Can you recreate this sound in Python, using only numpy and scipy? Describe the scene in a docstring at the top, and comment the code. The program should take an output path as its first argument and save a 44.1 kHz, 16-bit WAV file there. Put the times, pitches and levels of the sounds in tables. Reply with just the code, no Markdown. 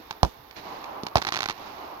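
"""Two shells bang, a lift charge thuds and crackling stars snap in a quick volley: small fireworks, open field, night.
Each report is a pressure spike arriving directly, off the ground and off nearby walls, with a short noise tail.
A third of a second after a bang, distant trees return it as a long hissing wash, made of shaped noise.
Soft low thuds, open air and a faint trill lie beneath, with the camera's own pulsing treble hiss.
The bangs overload the camera's right microphone; the left one is muffled."""
import sys
import numpy as np
from scipy import signal
from scipy.fft import rfft, irfft, next_fast_len
from scipy.io import wavfile
from scipy.ndimage import map_coordinates

SR = 44100
rng = np.random.default_rng(int(sys.argv[2]) if len(sys.argv) > 2 else 0)


def master_out(mix):
    """Clip the mix to full scale and print it as 16-bit PCM to the path in sys.argv[1]."""
    frames = np.transpose(np.atleast_2d(mix))
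    ceiling = np.clip(frames, -1, 1)
    pcm = np.round(ceiling * 32767).astype(np.int16)
    wavfile.write(sys.argv[1], SR, pcm)


N = 88200
T = np.arange(N) / SR  # seconds

# Shell bursts: (time [s], level [dB], ground echo delay [ms], ground echo level [dB],
#                microphone thump level [dB], thump frequency [Hz])
SHELLS = [(0.2313, 3, 1.174, -6.5, -3, 57.6), (1.1563, 2, 2.6, -9.5, -10, 64)]
# Lift charge: (time [s], level [dB], ground echo delay [ms], ground echo level [dB])
LIFTS = [(1.0344, -15.5, 0.21, -9)]
# Crackling stars, and at 1.1696 s a strong wall echo of the second shell's bang:
# (time [s], level [dB], ground echo delay [ms], ground echo level [dB])
STARS_AND_ECHO = [(.1095, -10.5, 1.7, -11), (.5105, -27, .9, 2), (.842, -21, 1.2, -12),
                  (1.0669, -11.5, 1.38, -1.5), (1.1642, -14.5, 0.72, -12), (1.1696, -3, 1.1, -16),
                  (1.1816, -9.5, 1.2, -10), (1.2172, -16.5, 1.44, 8.5), (1.2221, -15.5, 1.93, 7),
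                  (1.2497, -14, 0.73, 3), (1.2691, -8, 0.98, -5), (1.2739, -16.5, 0.99, -10),
                  (1.2791, -12, 1.05, -13), (1.2871, -10.5, 1.27, -11), (1.2892, -12.5, 1.6, -13),
                  (1.3223, -7.5, 1.45, -6), (1.3251, -16, 0.86, -8), (1.3323, -16, 2.1, 2),
                  (1.3399, -11, .8, -14), (1.3462, -14, 1.7, 4.5), (1.3572, -16, 2.04, 9),
                  (1.3661, -13, 1.12, 4.5), (1.3736, -12, 0.64, 0), (1.3897, -10.5, 1.35, -20),
                  (1.4056, -7, 1.6, -8), (1.4204, -13, 2.1, -1), (1.4301, -12.5, 1.43, 2.5),
                  (1.4394, -13.5, 1.2, 0), (1.4581, -9, 1.96, 1), (1.4868, -9.5, 1.65, -10),
                  (1.4972, -11.5, 2.2, 5.5), (1.508, -12.5, 1.7, -13)]
# Colour of each kind of report: (frequency [Hz], level [dB])
STAR_TONE = [(40, -17), (120, -7.5), (380, -3.5), (520, -10), (800, 5), (1150, 0), (1900, 1), (2400, 0.5),
             (3000, -4), (4200, 0.5), (5500, -7), (6600, -11), (8000, -28.5), (10000, -26), (15000, -32)]
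SHELL_TONE = [(10, -61), (50, -24.5), (150, -2), (330, -3), (480, -3.5), (750, 2.5), (1100, -1.5),
              (1550, -9), (2000, -18.5), (3000, -14), (4300, -11.5), (5600, -13), (8000, -39), (10500, -32),
              (15000, -36)]
LIFT_TONE = [(10, -37), (40, -28), (90, -6), (220, 3), (380, -3), (700, -14), (1500, -17), (4300, -12.5),
             (6500, -21.5), (8000, -41), (10000, -30), (15000, -52)]
# Echoes off nearby walls: (delay [s], level [dB])
WALLS = [(0.012, -27.5), (0.0181, -13.5)]
# The trees' answer to a bang: (time after the bang [s], body level [dB], hiss level [dB])
TREES = [(.32, -26, -18), (0.335, -7.5, 9), (0.363, -7.5, 3.5), (.39, -8, -1.5), (.44, -0.5, 1.5),
         (.51, 0.5, 1.5), (.63, 0, -3.5), (.74, 1.5, -7.5), (.85, -4, -20), (1.1, -6, -21),
         (1.6, -36, -12.5)]
# What the trees answer, an earlier burst, both shells and the volley:
# (time [s], body level [dB], hiss level [dB]), added to the levels in TREES
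ANSWERED = [(-0.6, -50.5, -50), (.2311, -38, -46), (1.1563, -40.5, -47), (1.33, -44.5, -53)]
# Colour of the trees' dull body and bright hiss: (frequency [Hz], level [dB])
TREE_BODY = [(50, -24), (160, -17.5), (300, -4.5), (550, -4.5), (800, 3.5), (1100, 1), (1700, -16),
             (3000, -17.5), (8000, -70)]
TREE_HISS = [(300, 1), (1300, -2.5), (2300, 3.5), (3100, -1.5), (4300, 1.5), (5700, -6), (7000, -13.5),
             (8000, -30.5), (10000, -22.5), (15000, -30)]
# Colour of the bright, short noise tail after each bang: (frequency [Hz], level [dB])
BRIGHT_TAIL = [(1000, -8), (2500, 2), (4500, 1), (6500, -2), (8000, -14), (10000, -12), (15000, -18)]
# Soft low echoes: (time [s], level [dB], pitch [Hz], time to fall 60 dB [s])
THUDS = [(-.004, -40.5, 270, 0.083), (0.379, -45.5, 115, 0.15), (.564, -43, 400, 0.23)]
# Colour of the steady outdoor air: (frequency [Hz], level [dB])
AIR = [(25, -8), (60, 3), (150, -7), (400, 1.5), (550, -4), (850, 4), (1200, -4), (1800, -5.5), (3000, -10),
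       (4000, -8.5), (5500, -13), (7000, -24.5), (8000, -40), (15000, -31)]
# How alike diffuse sound is at the two microphones: (frequency [Hz], likeness [0 to 1])
ALIKE = [(60, 0.92), (140, 0.92), (300, 0.84), (700, 0.11), (1500, 0.082), (6000, .05)]
# Colour of the camera's electronic hiss: (frequency [Hz], level [dB])
SELF_NOISE = [(7500, -48), (9000, -25), (10500, -11), (11600, -12.5), (12300, 5), (13000, 3), (13600, -4),
              (14800, 0.5), (16000, -10.5)]
# Response of the muffled left microphone: (frequency [Hz], level [dB])
LEFT_MIC = [(60, -1), (200, -2.5), (500, -1.5), (800, -5.5), (1200, -1), (1800, -3.5), (2700, -13),
            (4200, -21), (6400, -22.5), (9000, -14.5), (12500, -19.5), (15000, -25)]

SCATTER_DB, SCATTER_T60_S = 0.5, 0.016  # things close to the camera smear each report
NEAR_DB, NEAR_T60_S = -15.5, 0.13  # the yard's short tail after a star
BOOM_DB, BOOM_T60_S, BOOM_HZ = -2, 0.11, 900  # the dull tail after a shell
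# low swing of an overloaded microphone
THUMP_DELAY_S, THUMP_WIDTH_S, THUMP_Q, THUMP_LEFT_DB = 0.00073, 0.00087, 2.53, -14
BRIGHT_TAIL_DB, BRIGHT_TAIL_T60_S = -39, 0.3
AIR_DB = -50
INSECT_HZ, INSECT_WIDTH_HZ, INSECT_DB, INSECT_FADE_DB_PER_S = 3610, 79, -58, 18
SELF_NOISE_DB, BUZZ_HZ = -57, 62.925
# bursts of hiss: places and width as fractions of a cycle, and the steady part beside bursts of 1
BUZZ_PLACES, BUZZ_WIDTH, BUZZ_STEADY = (0.22, 0.63), 0.075, 0.35
LEFT_LAG_S, LOW_CUT_HZ, TOP_HZ = 0.0001, 21, 16100
CLIP_TOP = 1.3  # ceiling that an overloaded signal approaches


def amp(db):
    """Decibels to gain."""
    return 10 ** (np.asarray(db) / 20)


def along(points, hz):
    """Read (frequency, value) points on a log frequency axis."""
    f, v = np.transpose(points)
    return np.interp(np.log(hz + 1), np.log(f + 1), v)


def filtered(x, response):
    """Multiply the spectrum of x by a response of frequency."""
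    m = next_fast_len(x.shape[-1] + SR // 4)
    spectrum = rfft(x, m) * response(np.fft.rfftfreq(m, 1 / SR))
    return irfft(spectrum, m)[..., :x.shape[-1]]


def causal(points, size=4096):
    """The sharpest causal impulse response of this colour (minimum phase)."""
    log_gain = np.log(amp(along(points, np.fft.rfftfreq(size, 1 / SR))))
    cepstrum = irfft(log_gain)
    cepstrum[1:size // 2] *= 2  # fold the time-reversed half forward
    cepstrum[size // 2 + 1:] = 0
    return irfft(np.exp(rfft(cepstrum)))[:size // 2]


def add(track, s, sound):
    """Mix a sound in at time s."""
    i = max(round(s * SR), 0)
    track[..., i:i + sound.shape[-1]] += sound[..., :N - i]


def rush(spectrum):
    """Diffuse stereo noise of rms 1, alike at both microphones in the bass."""
    def middle_and_side(hz):
        turn = np.arccos(np.clip(along(ALIKE, hz), -1, 1)) / 2
        return amp(along(spectrum, hz)) * [np.cos(turn), np.sin(turn)]

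    mid, side = filtered(rng.standard_normal((2, N)), middle_and_side)
    pair = np.array([mid + side, mid - side])
    return pair / pair.std()


def wobble(rate):
    """A smooth random curve, rate knots a second."""
    knots = rng.standard_normal(int(N * rate / SR) + 4)
    return map_coordinates(knots, [T * rate])


def tail(t60, rise_s, channels=2):
    """Dying noise scatter, of energy about 1 in each channel."""
    t = T[:SR // 4]
    env = amp(-60 * t / t60) * (1 - np.exp(-(t / rise_s) ** 2))
    return rng.standard_normal((channels, len(t))) * env / np.linalg.norm(env)


def decay(s, t60):
    """A quick rise at time s, then a steady fall in decibels."""
    t = np.maximum(T - s, 0)
    return (1 - np.exp(-t / 0.0015)) * amp(-60 * t / t60)


def reports(rows, tone, scatter_db, tail_db, tail_t60, tail_hz):
    """Pressure spikes, each with its ground echo, wall echoes, close scatter and a tail of its own."""
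    out, spike = np.zeros((2, N)), causal(tone)
    for s, db, ground_ms, ground_db, *_ in rows:
        wide_tail = tail(tail_t60, 0.0064)
        path = amp(tail_db) * filtered(wide_tail, lambda hz: 1 / (1 + (hz / tail_hz) ** 2))
        path += amp(scatter_db) * tail(SCATTER_T60_S, 0.001, channels=1)
        # the direct arrival, then the walls; each brings its own ground echo
        for delay, arrival_db in [(0.00014, 0)] + WALLS:
            path[:, round(delay * SR)] += amp(arrival_db)
            path[:, round((delay + ground_ms / 1000) * SR)] += amp(arrival_db + ground_db)
        add(out, s, amp(db) * path)
    return signal.fftconvolve(out, spike[None] / spike.max(), axes=1)[:, :N]


def thumps():
    """Each shell kicks the overloaded microphone off centre; it swings back in a cycle or two."""
    out = np.zeros(N)
    for s, *_, db, hz in SHELLS:
        kick = -amp(db) * np.exp(-((T - s - THUMP_DELAY_S) / THUMP_WIDTH_S) ** 2)
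        # a resonant second-order high-pass
        out += filtered(kick, lambda f: -f ** 2 / (hz ** 2 - f ** 2 + 1j * f * hz / THUMP_Q))
    return np.array([amp(THUMP_LEFT_DB) * out, out])


def bright_tail():
    """A bright, short noise tail after each bang: shaped noise under a quick rise and steady fall."""
    envelope = sum(decay(shell[0], BRIGHT_TAIL_T60_S) for shell in SHELLS)
    return amp(BRIGHT_TAIL_DB) * envelope * rush(BRIGHT_TAIL)


def trees():
    """Countless small distant echoes of each burst: a bright front, then a duller, grainy swell."""
    after, *shapes = np.transpose(TREES)
    times, *levels = np.transpose(ANSWERED)

    def envelope(shape, level):
        # the answers add as power; each is silent until its echo returns
        answers = [amp(db + np.interp(T - s, after, shape, left=-120)) for s, db in zip(times, level)]
        return np.sqrt(sum(answer ** 2 for answer in answers))

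    body, hiss = [envelope(shape, level) for shape, level in zip(shapes, levels)]
    # the random curves, in dB, give the grain
    dull = body * amp(1.34 * wobble(59.56)) * rush(TREE_BODY)
    bright = hiss * amp(1.26 * wobble(500)) * rush(TREE_HISS)
    return dull + bright


def thuds():
    """Dull echoes from the surroundings: dying noise in a narrow band around each pitch."""
    out = np.zeros((2, N))
    for s, db, hz, t60 in THUDS:
        band = [(hz / 4, -40), (hz / 1.2, -8), (hz, 0), (hz * 1.3, -8), (hz * 4, -35), (hz * 16, -90)]
        out += amp(db) * decay(s, t60) * rush(band)
    return out


def night():
    """Open air as steady noise, and a faint narrow trill that fades, probably an insect."""
    noise = rng.standard_normal((2, N))
    trill = filtered(noise, lambda hz: np.exp(-((hz - INSECT_HZ) / INSECT_WIDTH_HZ) ** 2))
    trill_gain = amp(INSECT_DB - INSECT_FADE_DB_PER_S * T)
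    return amp(AIR_DB) * rush(AIR) + trill_gain * trill / trill.std()


def buzz():
    """The camera's thin treble hiss, pulsing twice in every cycle."""
    cycle = T * BUZZ_HZ % 1
    gate = BUZZ_STEADY + sum(np.exp(-((cycle - place) / BUZZ_WIDTH) ** 4) for place in BUZZ_PLACES)
    return amp(SELF_NOISE_DB) * gate / np.sqrt(np.mean(gate ** 2)) * rush(SELF_NOISE)


def scene():
    """Shells, lift charge, stars and a strong wall echo over the distant wash and the night air."""
    shells = reports(SHELLS, SHELL_TONE, scatter_db=-3.5,
                     tail_db=BOOM_DB, tail_t60=BOOM_T60_S, tail_hz=BOOM_HZ)
    lifts = reports(LIFTS, LIFT_TONE, scatter_db=-1, tail_db=-24, tail_t60=0.1, tail_hz=3000)
    stars_and_echo = reports(STARS_AND_ECHO, STAR_TONE, scatter_db=SCATTER_DB,
                             tail_db=NEAR_DB, tail_t60=NEAR_T60_S, tail_hz=12100)
    return shells + lifts + stars_and_echo + thumps() + bright_tail() + trees() + thuds() + night()


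def record(dry):
    """Electronic buzz, a muffled and late left microphone, low cut, overload and the band limit."""
    left, right = dry + buzz()
    muffled = signal.fftconvolve(left, causal(LEFT_MIC))[:N]
    left = filtered(muffled, lambda hz: np.exp(-2j * np.pi * hz * LEFT_LAG_S))  # a pure delay
    pair = filtered(np.array([left, right]), lambda hz: 1j * hz / (1j * hz + LOW_CUT_HZ))
    pair = pair / (1 + (pair / CLIP_TOP) ** 4) ** (1 / 4)  # overload flattens the loudest peaks
    return filtered(pair, lambda hz: hz < TOP_HZ)


dry = scene()
out = record(dry)
master_out(out)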